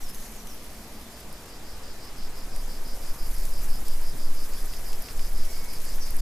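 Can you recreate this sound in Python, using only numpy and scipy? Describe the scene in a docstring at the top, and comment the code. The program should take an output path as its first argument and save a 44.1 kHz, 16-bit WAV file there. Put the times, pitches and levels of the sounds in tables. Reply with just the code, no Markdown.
"""A feathery-leaved tree hisses and ticks in a building gust, as countless small impacts of its leaflets
add up to noise. Far trees wash behind it and eddies buffet the microphone. An insect rasps about six times
a second by driving a resonant membrane with clicks. A small bird twitters at first, a faint low drone
fades away, and a far bird gives bell-like notes, mostly near the end."""
import sys
import numpy as np
from scipy import signal
from scipy.io import wavfile
from scipy.ndimage import uniform_filter1d

SR = 44100
rng = np.random.default_rng(int(sys.argv[2]) if len(sys.argv) > 2 else 0)


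def put_to_file(sound):
    """Save the sound as 16-bit audio at rate SR, in the file named by the first command-line argument."""
    columns = np.atleast_2d(sound).T  # one column per channel
    safe = np.clip(columns, -1, 1)
    whole_steps = np.round(safe * 32767)
    wavfile.write(sys.argv[1], SR, whole_steps.astype(np.int16))


N = 273861
TIME = np.arange(N) / SR


def from_db(db):
    """Amplitude ratio of a level in decibels."""
    return 10 ** (np.asarray(db) / 20)


def rms_one(x):
    """Normalisation to unit power."""
    return x / np.sqrt(np.mean(x ** 2) + 1e-20)


def in_time(rows):
    """Linear interpolation of each level column at every sample."""
    times, *columns = np.transpose(rows)
    return [np.interp(TIME, times, column) for column in columns]


def at_hz(points, hz):
    """Interpolation of a spectrum on a log-frequency axis."""
    frequencies, levels = np.transpose(points)
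    return np.interp(np.log(hz), np.log(frequencies), levels)


def drift(rate_hz):
    """Slow random modulation: low-pass noise of unit power."""
    step, settle = 40, 2000
    r = np.exp(-2 * np.pi * step * rate_hz / SR)
    slow = signal.lfilter([1], [1, -2 * r, r * r], rng.standard_normal(N // step + settle + 2))[settle:]
    return np.interp(np.arange(N) / step, np.arange(len(slow)), rms_one(slow))


def band(x, low_hz, high_hz):
    """Butterworth band-pass filtering."""
    sections = signal.butter(2, [low_hz, min(high_hz, .45 * SR)], "band", fs=SR, output="sos")
    return signal.sosfilt(sections, x + 1e-18)


def resonate(x, hz, width_hz):
    """A damped resonator with unit gain at its peak."""
    r = np.exp(-np.pi * width_hz / SR)
    feedback = [1, -2 * r * np.cos(2 * np.pi * hz / SR), r * r]
    return signal.lfilter(np.array([1, 0, -1]) * (1 - r * r) / 2, feedback, x + 1e-18)


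def spread(mid, side, side_db):
    """Mid-side stereo: a difference between the channels gives width."""
    return mid + from_db(side_db) * side * np.array([[1], [-1]])


def coloured(draws, spectrum, flutter_db, flutter_hz):
    """Spectral shaping in third octaves that flutter independently; neighbours take unrelated noise."""
    out, edges = 0, 31.25 * 2 ** (np.arange(28) / 3)
    for k, (low, high) in enumerate(zip(edges, edges[1:])):
        gain = from_db(at_hz(spectrum, np.sqrt(low * high)) + flutter_db * drift(flutter_hz))
        if high > spectrum[0][0]:
            out = out + gain * band(draws[k % 2], low, high)
    return rms_one(out)


def contacts(per_s, size_db, blur, channels):
    """Shot noise of leaf touches over a Gaussian blur of countless smaller ones; two unrelated draws."""
    shape = (2, channels, N)
    sizes = from_db(size_db * np.minimum(rng.exponential(1, shape), 4.5)) * rng.choice([-1, 1], shape)
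    touches = sizes * (rng.random(shape) < per_s / SR)
    return rms_one(touches) + blur * rng.standard_normal(shape)


def crisp_ticks(per_s, width_hz=700):
    """Impulse excitation: each sparse dry touch briefly rings one resonance."""
    sizes = from_db(1.1 * np.minimum(rng.exponential(1, N), 3)) * (rng.random(N) < per_s / SR)
    pitches = np.geomspace(6500, 14200, num=24)
    dealt = rng.integers(len(pitches), size=N)
    return rms_one(sum(resonate(sizes * (dealt == k), hz, width_hz) * hz for k, hz in enumerate(pitches)))


def foliage():
    """Friction and impact: fronds sweep and leaflets patter, with more touches in a stronger gust."""
    # the gust in the near tree: (time [s], sweep level [dB], sizzle level [dB])
    gust = [(0, -52.5, -50), (.95, -60.5, -53), (1.85, -59.5, -56.5), (2.42, -57.5, -54.5),
            (2.6, -55.5, -52), (3.1, -54.5, -50), (3.3, -53, -47.5), (4.35, -54.5, -49.5),
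            (4.7, -53, -48.5), (5.4, -52, -49), (6.15, -50, -48)]
    # spectrum of sweeping fronds: (frequency [Hz], relative density [dB])
    sweep_spectrum = [(1200, -5.5), (1900, 6), (3200, -3), (4400, 1), (6000, 5), (7800, 4), (9500, -7.5),
                      (14000, -49)]
    # spectrum of sizzling leaflets: (frequency [Hz], relative density [dB])
    sizzle_spectrum = [(5000, -17), (8000, -4), (9500, 7.5), (11300, 8.5), (13000, 9.5), (15000, -3)]
    sweep_db, sizzle_db = in_time(gust)
    per_s = 2400 * from_db(sizzle_db - sizzle_db.max())
    sway = drift(16.7)   # touches come in clumps as a branch swings
    rubs = contacts(per_s, size_db=4.5, blur=0.91, channels=2)
    sweep = coloured(rubs, sweep_spectrum, flutter_db=2.2, flutter_hz=41)
    taps = contacts(per_s, size_db=3.5, blur=1.0, channels=1)
    sizzle = coloured(taps, sizzle_spectrum, flutter_db=1.35, flutter_hz=65)
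    sizzle = sizzle + from_db(-9) * crisp_ticks(per_s / 20)
    fronds = spread(*sweep, side_db=-8.5) * from_db(sweep_db - 0.1 + 1.8 * sway)
    return fronds + sizzle * from_db(sizzle_db - 0.9 + 1.24 * sway)


def far_trees(swell_db=4.5, peak_s=4.13, swell_s=4.06):
    """Incoherent summation: distant crowns merge into a wash that swells once over the steady open air."""
    # spectrum of wind in far crowns: (frequency [Hz], relative density [dB])
    wash_spectrum = [(70, 3), (130, 0.5), (250, 1), (500, -3), (1000, -6.5), (1500, -10), (2200, -14.5),
                     (3100, -38), (4500, -18), (7000, -17.5), (15000, -24.5)]
    # spectrum of the open air: (frequency [Hz], relative density [dB])
    air_spectrum = [(30, 2.5), (55, -3.5), (90, -10.5), (150, -15), (300, -17.5), (800, -19.5),
                    (2500, -33.5), (8000, -59)]
    wash_db = -51.5 + swell_db * np.exp(-((TIME - peak_s) / swell_s) ** 2)
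    wash = coloured(rng.standard_normal((2, N)), wash_spectrum, flutter_db=1.0, flutter_hz=4.0)
    air = coloured(rng.standard_normal((2, N)), air_spectrum, flutter_db=1.5, flutter_hz=3.9)
    return from_db(wash_db) * wash + from_db(-48.5) * air


def buffeting(eddy_hz=9, width_hz=7, screen_hz=50):
    """Turbulent pressure: slow eddies push on the microphone; its windscreen smooths the faster ones."""
    # wind at the microphone: (time [s], relative level [dB])
    wind = [(.1, -34), (.45, -40.5), (1, -48), (2.1, -36.5), (2.35, -30.5), (3.1, -29), (3.55, -22),
            (3.9, -22), (4.55, -23), (4.9, -30.5), (5.3, -20.5), (5.75, -30), (6.05, -21.5)]
    level_db, = in_time(wind)
    r = np.exp(-np.pi * width_hz / SR)
    feedback = [1, -2 * r * np.cos(2 * np.pi * eddy_hz / SR), r * r]
    eddies = signal.lfilter([1], feedback, rng.standard_normal(N + SR))
    push = signal.sosfilt(signal.butter(1, [4, screen_hz], "band", fs=SR, output="sos"), eddies)[SR:]
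    pressure = uniform_filter1d(from_db(level_db + 3.5), size=11025)   # the moving air has inertia
    return pressure * push / np.sqrt(uniform_filter1d(push ** 2, size=22050))


def drone(hz=213, width_hz=20, level_db=-54, hold_s=1.05, fade_s=0.97):
    """Narrow-band noise: a wavering hum, perhaps a far motor, holds and then fades."""
    fade = np.clip(1 - (TIME - hold_s) / fade_s, 0, 1)
    phase = 2 * np.pi * hz * TIME
    return from_db(level_db) * fade * (drift(width_hz) * np.sin(phase) + drift(width_hz) * np.cos(phase))


def small_bird(edge_s=0.0057):
    """Frequency modulation: each thin whistle is one straight, slightly unsteady glide."""
    # slurred notes: (onset [s], length [s], start pitch [Hz], end pitch [Hz], level [dB])
    notes = [(.022, .057, 6080, 4870, -52), (.08, .035, 4980, 5320, -50), (.147, 0.012, 6650, 6300, -49),
             (.171, .028, 6250, 5750, -59.5), (.21, 0.0204, 6650, 6050, -55.5),
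             (.234, .015, 6900, 6340, -56), (0.26, .02, 7000, 6100, -56), (.361, .05, 6950, 5480, -55),
             (0.468, 0.072, 6280, 5040, -54.5)]
    whistles = np.zeros(N)
    waver = 1 + 0.0045 * drift(160)
    for onset, length, start_hz, end_hz, db in notes:
        hz = np.interp(TIME, [onset, onset + length], [start_hz, end_hz])
        gate = np.clip(.5 + np.minimum(TIME - onset, onset + length - TIME) / edge_s, 0, 1)
        whistles += gate * from_db(db) * np.sqrt(2) * np.sin(2 * np.pi * np.cumsum(hz * waver) / SR)
    return whistles + from_db(-7.0) * reverberation(whistles, t60=0.28)


def reverberation(x, t60):
    """Diffuse scattering off trunks and ground: decaying echo trains, different on each side."""
    echoes = np.zeros((2, N))
    for k, lag in enumerate((rng.uniform(0.0066, .05, size=16) * SR).astype(int)):
        loop, gain = x.copy(), from_db(-60 * lag / SR / t60)
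        for i in range(lag, N, lag):
            loop[i:i + lag] += gain * loop[i - lag:i][:N - i]
        echoes[k % 2] += (loop - x) * (-1) ** (k // 2)
    return rms_one(echoes) * np.std(x)


def tick(time_s, peak_db, hz, breadth, decay_s, grit=0.53, brush=0.1, approach_s=.0012):
    """A contact transient: dry parts graze, crack broadly about one pitch, then brush as they part."""
    lead = SR // 100
    age = np.arange(-lead, SR // 20) / SR
    after = np.maximum(age, 0)
    graze = np.exp(np.minimum(age, 0) / approach_s)
    scrape = grit * np.exp(-after / decay_s) + brush * np.exp(-after / 0.0095)
    force = (age == 0) + rng.standard_normal(len(age)) * graze * scrape
    crack = band(force, hz / (1 + breadth), hz * (1 + breadth))
    return np.pad(from_db(peak_db) * crack / np.abs(crack).max(), (round(time_s * SR) - lead, N))[:N]


def near_twigs():
    """Discrete impacts: the closest leaflets and stems are loud enough to be heard one by one."""
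    # leaflets flicking each other: (time [s], relative peak level [dB], pitch [Hz])
    flicks = [(0.5452, -35, 12400), (1.2067, -39, 11300), (1.3279, -37, 11500), (2.5636, -29.5, 10400),
              (3.2281, -36, 13800), (3.508, -37, 12100), (3.885, -32, 12100), (4.0347, -32, 12700),
              (4.6598, -38, 10700), (5.023, -31, 11600), (5.7329, -33, 11400), (5.852, -31, 11600),
              (5.9579, -31, 11900), (6.107, -29, 11900), (6.167, -30, 10700)]
    # stems knocking: (time [s], peak level [dB], pitch [Hz])
    knocks = [(.147, -32, 7400), (.472, -32, 7600), (3.454, -27.5, 9000), (3.883, -28.5, 7060),
              (4.737, -31, 3500), (4.931, -29.5, 4400), (5.087, -32.5, 3200), (5.195, -33, 3470),
              (5.736, -34, 4000), (5.985, -35, 1950)]
    leaflets = sum(tick(s, db + 1.5, hz, breadth=0.17, decay_s=0.00097) for s, db, hz in flicks)
    return leaflets + sum(tick(s, db, hz, breadth=0.88, decay_s=.001) for s, db, hz in knocks)


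def chirping(first_s=.604, settled_period_s=.1661, warm_up_s=1.2, edge_s=0.031, floor_db=-15):
    """Amplitude modulation: the insect's chirps grow faster, shorter and louder as it warms up."""
    k = np.arange(N / SR / settled_period_s)
    centres = first_s + settled_period_s * k + .149 * (1 - np.exp(-k / 5))
    cold = np.exp(-np.maximum(TIME - first_s, 0) / warm_up_s)
    length_s = 0.1 + 0.025 * cold
    gate = 0
    for centre in centres:
        chirp = np.clip(.5 + (length_s / 2 - np.abs(TIME - centre)) / edge_s, 0, 1)
        gate = gate + from_db(0.3 * rng.standard_normal()) * chirp
    return from_db(-50 - 13 * cold) * (gate + from_db(floor_db))


def insect(click_hz=236, rasp=0.062):
    """Forced resonance: a fast train of clicks rings a membrane, and the foliage blurs the sound."""
    # modes of the membrane: (frequency [Hz], bandwidth [Hz], relative gain [dB])
    modes = [(4675, 120, -2.5), (4966, 200, 2.5), (5250, 200, -6.5), (5380, 57, -18)]
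    turns = np.cumsum(click_hz * (1 + .022 * drift(40))) / SR
    clicks = np.diff(np.floor(turns), prepend=0) * from_db(0.57 * drift(120))
    # echoes off nearby stems fill the gaps between the clicks
    clicks = clicks + .5 * np.roll(clicks, round(.0028 * SR)) + .4 * np.roll(clicks, round(.0114 * SR))
    effort = chirping()
    roughness, scatter = rng.standard_normal((2, N))
    ring = sum(from_db(db) * resonate(clicks + rasp * roughness, hz, width) for hz, width, db in modes)
    return effort * spread(rms_one(band(ring, 4360, 6040)), rms_one(band(scatter, 4200, 5500)), side_db=-13)


def bell_bird(hold_s=0.013, rise_s=0.011):
    """Exponential decay: short pure notes linger among the trees and reach the two sides out of step."""
    # far notes: (onset [s], pitch [Hz], level [dB], 60 dB decay time [s], left-right phase [turns])
    notes = [(2.285, 8100, -48, 0.11, 0.23), (5.48, 2210, -54, 2.7, .1), (5.48, 5720, -49.5, .4, 0.3),
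             (5.48, 5170, -50, .3, .4), (5.55, 4800, -52, .9, 0.3), (6.001, 5768, -42.5, 0.34, .2),
             (6.009, 4800, -48, 0.83, 0.32)]
    song = 0
    for onset, hz, db, t60, phase in notes:
        age = np.maximum(TIME - onset, 0)
        decay_db = 60 * np.maximum(age - hold_s, 0) / t60
        envelope = np.minimum(age / rise_s, 1) * from_db(db - decay_db + 2.7 * drift(25))
        song = song + envelope * np.sin(2 * np.pi * (hz * age + phase * np.array([[.5], [-.5]])))
    return song


def puffs():
    """Pressure pulses: small eddies thud softly, a little differently on each side."""
    # eddies reaching the microphone: (time [s], width [s], level [dB])
    eddies = [(3.79, 0.036, -48.5), (4.149, 0.015, -38.5), (4.23, 0.017, -57)]
    envelope = sum(from_db(db) * np.exp(-((TIME - s) / width) ** 2) for s, width, db in eddies)
    return envelope * spread(*rms_one(band(rng.standard_normal((2, N)), 110, 270)), side_db=-4)


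def scene():
    """Superposition: the pressures of wind, drone, leaves and animals add."""
    air = buffeting() + puffs() + far_trees() + drone()
    return air + foliage() + near_twigs() + insect() + small_bird() + bell_bird()


def record(dry, cutoff_hz=15250, ease_s=.008):
    """Self-noise and band limiting: each channel adds hiss, the ends are eased and the top is cut."""
    # spectrum of the microphones' own hiss: (frequency [Hz], relative density [dB])
    hiss_spectrum = [(40, -15), (120, -23), (250, -12), (500, -10.5), (1000, -3), (2000, -1), (3300, 0),
                     (5000, -3), (7000, -3.5), (9000, -18.5), (10500, -34), (14000, -42)]
    hiss = coloured(rng.standard_normal((2, 2, N)), hiss_spectrum, flutter_db=1.23, flutter_hz=5.6)
    ease = np.clip(np.minimum(TIME, TIME[-1] - TIME) / ease_s, 0, 1)
    low_pass = signal.ellip(12, .2, 80, cutoff_hz, fs=SR, output="sos")
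    return signal.sosfilt(low_pass, ease * (dry + from_db(-52.5) * hiss))


dry = scene()
out = record(dry)
put_to_file(out)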